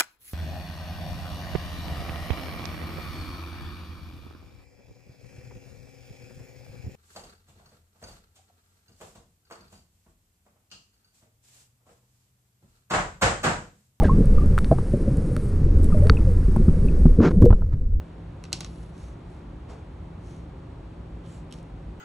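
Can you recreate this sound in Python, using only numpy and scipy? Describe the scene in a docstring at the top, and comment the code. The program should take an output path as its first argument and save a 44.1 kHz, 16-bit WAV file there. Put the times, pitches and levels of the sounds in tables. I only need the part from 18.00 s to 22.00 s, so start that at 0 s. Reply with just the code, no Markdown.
"""Ticks and a sharp clack over a low hum: a paper journal lands on a cutting mat, near a two-port
microphone in a small room. Each impact excites damped modes, which desk and room scatter. Fingers and
pages then rub with a soft friction hiss, and the cover falls open with a rustle and a puff of air.
Last, something is picked up from the mat with a few light ticks. Now and then the nudged desk thumps,
and ventilation rumbles throughout."""
import sys
import numpy as np
from scipy import signal
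from scipy.fft import rfft, irfft
from scipy.io import wavfile
from scipy.ndimage import map_coordinates

SR = 44100
rng = np.random.default_rng(int(sys.argv[2]) if len(sys.argv) > 2 else 0)


def unload_wav(signal):
    """Save mono or channel-first audio to the path in sys.argv[1] as 16-bit WAV at rate SR, clipped to [-1, 1]."""
    wavfile.write(
        sys.argv[1],
        SR,
        np.round(np.clip(np.atleast_2d(signal).T, -1, 1) * 32767).astype(np.int16),
    )


N = 176400
TOP_HZ = 16500  # upper band edge

# contacts as the journal lands: t/s, level/dB, tilt/(dB per octave)
LANDING_CONTACTS = [(.4388, -16, -2.5), (.452, -24, -7), (.5207, -20.5, -9), (.5290, 4.5, 0.5),
                    (.6063, -4, -0.5), (.6305, -25, -7), (.6463, -13, -2.5), (.663, -23, -6.5)]
# normal modes of the journal: f/Hz, level/dB, T60/s
JOURNAL_MODES = [(333, -25.5, 0.07), (752, -37, 0.072), (1510, -29, 0.046), (2140, -17.5, 0.0089),
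                 (2770, -15, 0.006), (4000, -7, 0.0054), (4600, -17.5, 0.005), (5730, -7, 0.0049),
                 (6570, -6.5, 0.0038), (7300, -14.5, 0.0056), (8900, -17.5, 0.0065), (9900, -17, 0.0058)]
def landing():
    """Impact excitation: the journal's hard parts strike the mat and ring at their natural frequencies."""
    return impacts(LANDING_CONTACTS, JOURNAL_MODES, edge_reflection=0.45, travel_s=0.00169)


# contacts as the small object is lifted: t/s, level/dB, tilt/(dB per octave)
PICKUP_CONTACTS = [(3.5105, -31.5, 1), (3.515, -32, -3), (3.5248, -18, 4), (3.530, -36, -1),
                   (3.5375, -27, 2), (3.5392, -26.5, -0.5), (3.587, -36, 1), (3.629, -40, 10)]
# normal modes of that object: f/Hz, level/dB, T60/s
PICKUP_MODES = [(3200, -0.5, 0.0063), (3730, -11, 0.01), (5430, -8.5, 0.0083), (6550, -11, 0.0059),
                (8300, -3.5, 0.0021), (10200, -12.5, 0.0034)]
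def pickup():
    """Free vibration: a small object, lightly knocked, rings in high, quickly damped modes."""
    return impacts(PICKUP_CONTACTS, PICKUP_MODES, crack_db=-13, travel_s=0.00051)


# catches during a stroke: t/s, level/dB, tilt/(dB per octave)
CATCH_CONTACTS = [(.8293, -30, 3), (2.310, -33, 1)]
def catches():
    """Impulsive release: a fingertip or page edge catches and lets go with a broadband click."""
    return impacts(CATCH_CONTACTS, modes=[])


# spectrum of the contact transient: f/Hz, level/dB
CRACK_SPECTRUM = [(1000, -20.5), (2100, -2.5), (6000, 6), (10500, -7.5), (13000, -5), (16000, -10)]
# spectrum of the reflections from desk and room: f/Hz, level/dB
ECHO_SPECTRUM = [(200, -18), (850, 1.5), (1700, -7), (2800, 4), (3300, 2), (4400, 6.5), (5500, 4.5),
                 (6300, 1), (9500, -8), (12000, -19), (16000, -29)]
def impacts(contacts, modes, crack_db=-11, edge_reflection=0, travel_s=0):
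    """Modal superposition: each contact is a crack plus damped modes, followed by reverberation."""
    size = SR // 2
    t, f = np.arange(size) / SR, np.arange(size // 2 + 1) * SR / size
    desk_t60_s, room_t60_s, build_up_s, crack_s = 0.026, 0.26, 0.0016, 0.00072
    echo_decay = undb(-31.5 - 60 * t / desk_t60_s) + undb(-42.5 - 60 * t / room_t60_s)
    echo_envelope = echo_decay * (1 - np.exp(-(t / build_up_s) ** 2))
    edge_comb = 1 - edge_reflection * np.exp(-2j * np.pi * f * 0.000569)  # inverted return from the edge
    # bending waves carry the treble first; travel_s is their travel time at 2 kHz
    dispersion = np.exp(-2j * np.pi * travel_s * np.sqrt(2000) * (2 * np.sqrt(f) - f / np.sqrt(TOP_HZ)))
    out = np.zeros((2, N))
    for at, db, tilt_db in contacts:
        vibration = undb(crack_db) * np.exp(-t / crack_s) * noise(CRACK_SPECTRUM, size=size)
        for hz, mode_db, t60 in modes:
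            detuned_hz = hz * (1 + .01 * rng.standard_normal())
            envelope = undb(mode_db - 60 * t / t60) * (1 - np.exp(-2 * t * hz))
            vibration += envelope * np.sin(2 * np.pi * detuned_hz * t)
        direct = undb(-11.5) * rfft(vibration) * edge_comb * dispersion
        echo = rfft(echo_envelope * scattered(ECHO_SPECTRUM, side_gain=0.83, size=size))
        tilt = undb(tilt_db * np.log2(np.hypot(f, 1000) / 5000))
        tick = irfft((direct + echo) * tilt)[:, :-size // 4]
        add(out, undb(db) * tick, at)
    return out


# strokes of skin and paper: peak t/s, rise/s, fall/s, level/dB, resonance f/Hz, resonance gain/dB
STROKES = [(0.059, 0.035, 0.096, -77, 7500, 4), (.78, 0.47, 0.21, -64.5, 10100, 7),
           (1.02, 0.13, 0.19, -61.5, 6170, 5), (1.35, 0.15, 0.12, -70.5, 7000, -1),
           (2.3, 0.13, 0.2, -63.5, 6160, 6), (3.26, 0.035, 0.09, -63, 3150, 14),
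           (3.33, 0.1, .14, -61, 7600, 7.5), (3.58, 0.089, 0.054, -64.5, 5770, 3)]
# spectrum of the sliding noise: f/Hz, level/dB
FRICTION_SPECTRUM = [(800, -13), (2000, 0.5), (3900, 1.5), (5000, 0), (6200, -0.5), (8500, -3.5),
                     (11000, -2.5), (12200, -13), (16000, -25)]
def rubs():
    """Sliding friction: each stroke hisses with its own resonance, which wanders as pressure shifts."""
    out = np.zeros((2, N))
    for at, rise, fall, db, hz, peak_db in STROKES:
        friction = undb(db) * swell(at, rise, fall) * fibres(snag_gain=1.3)
        out += friction * wander(scattered(FRICTION_SPECTRUM, peak_hz=hz, peak_db=peak_db))
    return out


def fibres(snag_gain, snags_per_s=45, release_s=.0012, flicker_db=0.5):
    """Stick-slip: paper fibres catch and slip, so friction flickers; now and then one snags harder."""
    snags = (rng.random(N) < snags_per_s / SR) * rng.uniform(0.45, 1, N)
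    release = signal.lfilter([1], [1, -np.exp(-1 / (release_s * SR))], snags)
    flicker = undb(flicker_db * waver(per_s=600))
    return unit(flicker * (1 + snag_gain * release))


# spectrum of the fanning pages: f/Hz, level/dB
PAGE_SPECTRUM = [(150, -35), (400, 5), (800, -3), (1500, -12), (3000, -21), (5000, -22), (8300, -27),
                 (11000, -36), (14000, -45)]
def pages(at=1.68, rise_s=0.024, decay_s=0.056):
    """Friction between sheets: the pages fan open with a dull rustle that decays exponentially."""
    age = np.maximum(np.arange(N) / SR - at, 0)
    envelope = np.minimum(age / rise_s, 1) * np.exp(-np.maximum(age - rise_s, 0) / decay_s)
    return undb(-45) * envelope * fibres(snag_gain=0) * scattered(PAGE_SPECTRUM)


# spectrum of the air pushed by the cover: f/Hz, level/dB
PUFF_SPECTRUM = [(200, -29), (400, 2), (600, -8), (790, -1), (1100, -24), (3000, -50)]
def cover_flap():
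    """Air displacement: the cover swings up and pushes out a soft, low puff."""
    return undb(-50) * swell(1.725, rise_s=0.018, fall_s=0.078) * scattered(PUFF_SPECTRUM)


# nudges to the desk: t/s, level/dB, f/Hz
DESK_BUMPS = [(0.649, -54, 74.5), (1.023, -35, 57.3), (3.108, -35.5, 56), (3.851, -37, 53)]
def desk_bumps(rise_s=0.024):
    """Damped oscillation: nudged by hands and journal, the desk answers with a few low cycles."""
    out, t = np.zeros((2, N)), np.arange(SR // 2) / SR
    envelope = t / rise_s * np.exp(1 - t / rise_s)
    for at, db, hz in DESK_BUMPS:
        add(out, undb(db) * envelope * np.sin(2 * np.pi * hz * t), at)
    return out


# spectrum of the ventilation, in phase at the two ports: f/Hz, level/dB
RUMBLE_MID = [(20, -27), (31, -15.5), (50, -1), (75, -3.5), (135, -7.5), (200, -14.5), (360, -15.5),
              (465, -24.5), (545, -21), (600, -26), (850, -26.5), (1800, -38), (2500, -41), (4300, -49.5),
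              (5500, -54.5), (8000, -57), (9600, -60.5), (11000, -57), (12000, -71), (16000, -61)]
# spectrum of its antiphase part: f/Hz, level/dB
RUMBLE_SIDE = [(30, -33), (100, -16), (350, 1), (1150, -7), (1900, -19.5), (4000, -22), (6200, -38.5),
               (14000, -68)]
# hum tones: f/Hz, level/dB, modulation depth, modulation rate/Hz
HUM_TONES = [(56.5, -52, 0.47, 16), (166.8, -49, 0.5, 8)]
def room_tone():
    """Stationary noise: ventilation rumbles, with two hums randomly modulated in amplitude and phase."""
    t, hum = np.arange(N) / SR, np.zeros(N)
    for hz, db, depth, rate in HUM_TONES:
        modulation = 1 + depth * (waver(rate) + 1j * waver(rate))
        hum += undb(db) * unit(np.real(modulation * np.exp(2j * np.pi * hz * t)))
    return stereo(undb(-40.5) * noise(RUMBLE_MID) + hum, undb(-56.5) * noise(RUMBLE_SIDE))


def scattered(spectrum, side_gain=0.3, **shaping):
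    """Diffuse field: noise arrives from many directions; the ports differ mainly below the treble."""
    lowpass = signal.butter(1, 2510, fs=SR, output="sos")
    side = signal.sosfilt(lowpass, noise(spectrum, **shaping))
    return stereo(noise(spectrum, **shaping), side_gain * side)


def noise(spectrum, peak_hz=1, peak_db=0, half_width_hz=500, size=N):
    """Spectral shaping: noise of rms 1 follows (f/Hz, level/dB) points, with an optional resonance."""
    f = np.maximum(np.arange(size // 2 + 1) * SR / size, 1)
    hz, db = np.array(spectrum, float).T
    colour_db = np.interp(np.log(f), np.log(hz), db)
    resonance_db = peak_db / (1 + ((f - peak_hz) / half_width_hz) ** 2)
    return unit(irfft(rfft(rng.standard_normal(size)) * undb(colour_db + resonance_db), size))


def wander(x, depth=.012):
    """Frequency modulation: as pressure shifts, the stroke's colour glides slightly up and down."""
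    position = np.cumsum(1 + depth * waver(per_s=18))
    return np.array([map_coordinates(channel, [position], order=5, mode="mirror") for channel in x])


def waver(per_s):
    """Linear interpolation between random values."""
    return np.interp(np.arange(N) * per_s / SR, np.arange(N), rng.standard_normal(N))


def swell(peak_s, rise_s, fall_s):
    """Raised-cosine envelope around a moment."""
    t = np.arange(N) / SR - peak_s
    progress = np.clip(np.where(t < 0, t / rise_s, t / fall_s), -1, 1)
    return np.cos(np.pi / 2 * progress) ** 2


def undb(db):
    return 10 ** (np.asarray(db) / 20)


def unit(x):
    return x / np.sqrt(np.mean(x ** 2))


def stereo(mid, side):
    return np.array([mid + side, mid - side])


def add(out, x, at):
    start = int(at * SR)
    out[:, start:start + x.shape[-1]] += x[..., :N - start]


def scene():
    """Linear superposition: the sound pressures of all sources add."""
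    return landing() + pickup() + catches() + rubs() + pages() + cover_flap() + desk_bumps() + room_tone()


# phase of the left port against the right: f/Hz, phase/rad
PORT_PHASE = [(0, 0), (2300, -.1), (4200, -.45), (4750, -1.7), (5250, -5.5), (5800, -6.25), (7400, -6.33),
              (11000, -8.3), (12200, -9.2), (16000, -9.65)]
def record(dry):
    """Interchannel phase shift: the two ports part in phase in the treble; a low-pass cuts the top."""
    f = np.arange(N // 2 + 1) * SR / N
    phase = np.interp(f, *np.array(PORT_PHASE).T)
    heard = irfft(rfft(dry) * np.exp(.5j * np.array([phase, -phase])), N)
    return signal.sosfilt(signal.ellip(8, .2, 70, TOP_HZ, fs=SR, output="sos"), heard)


dry = scene()
out = record(dry)
unload_wav(out)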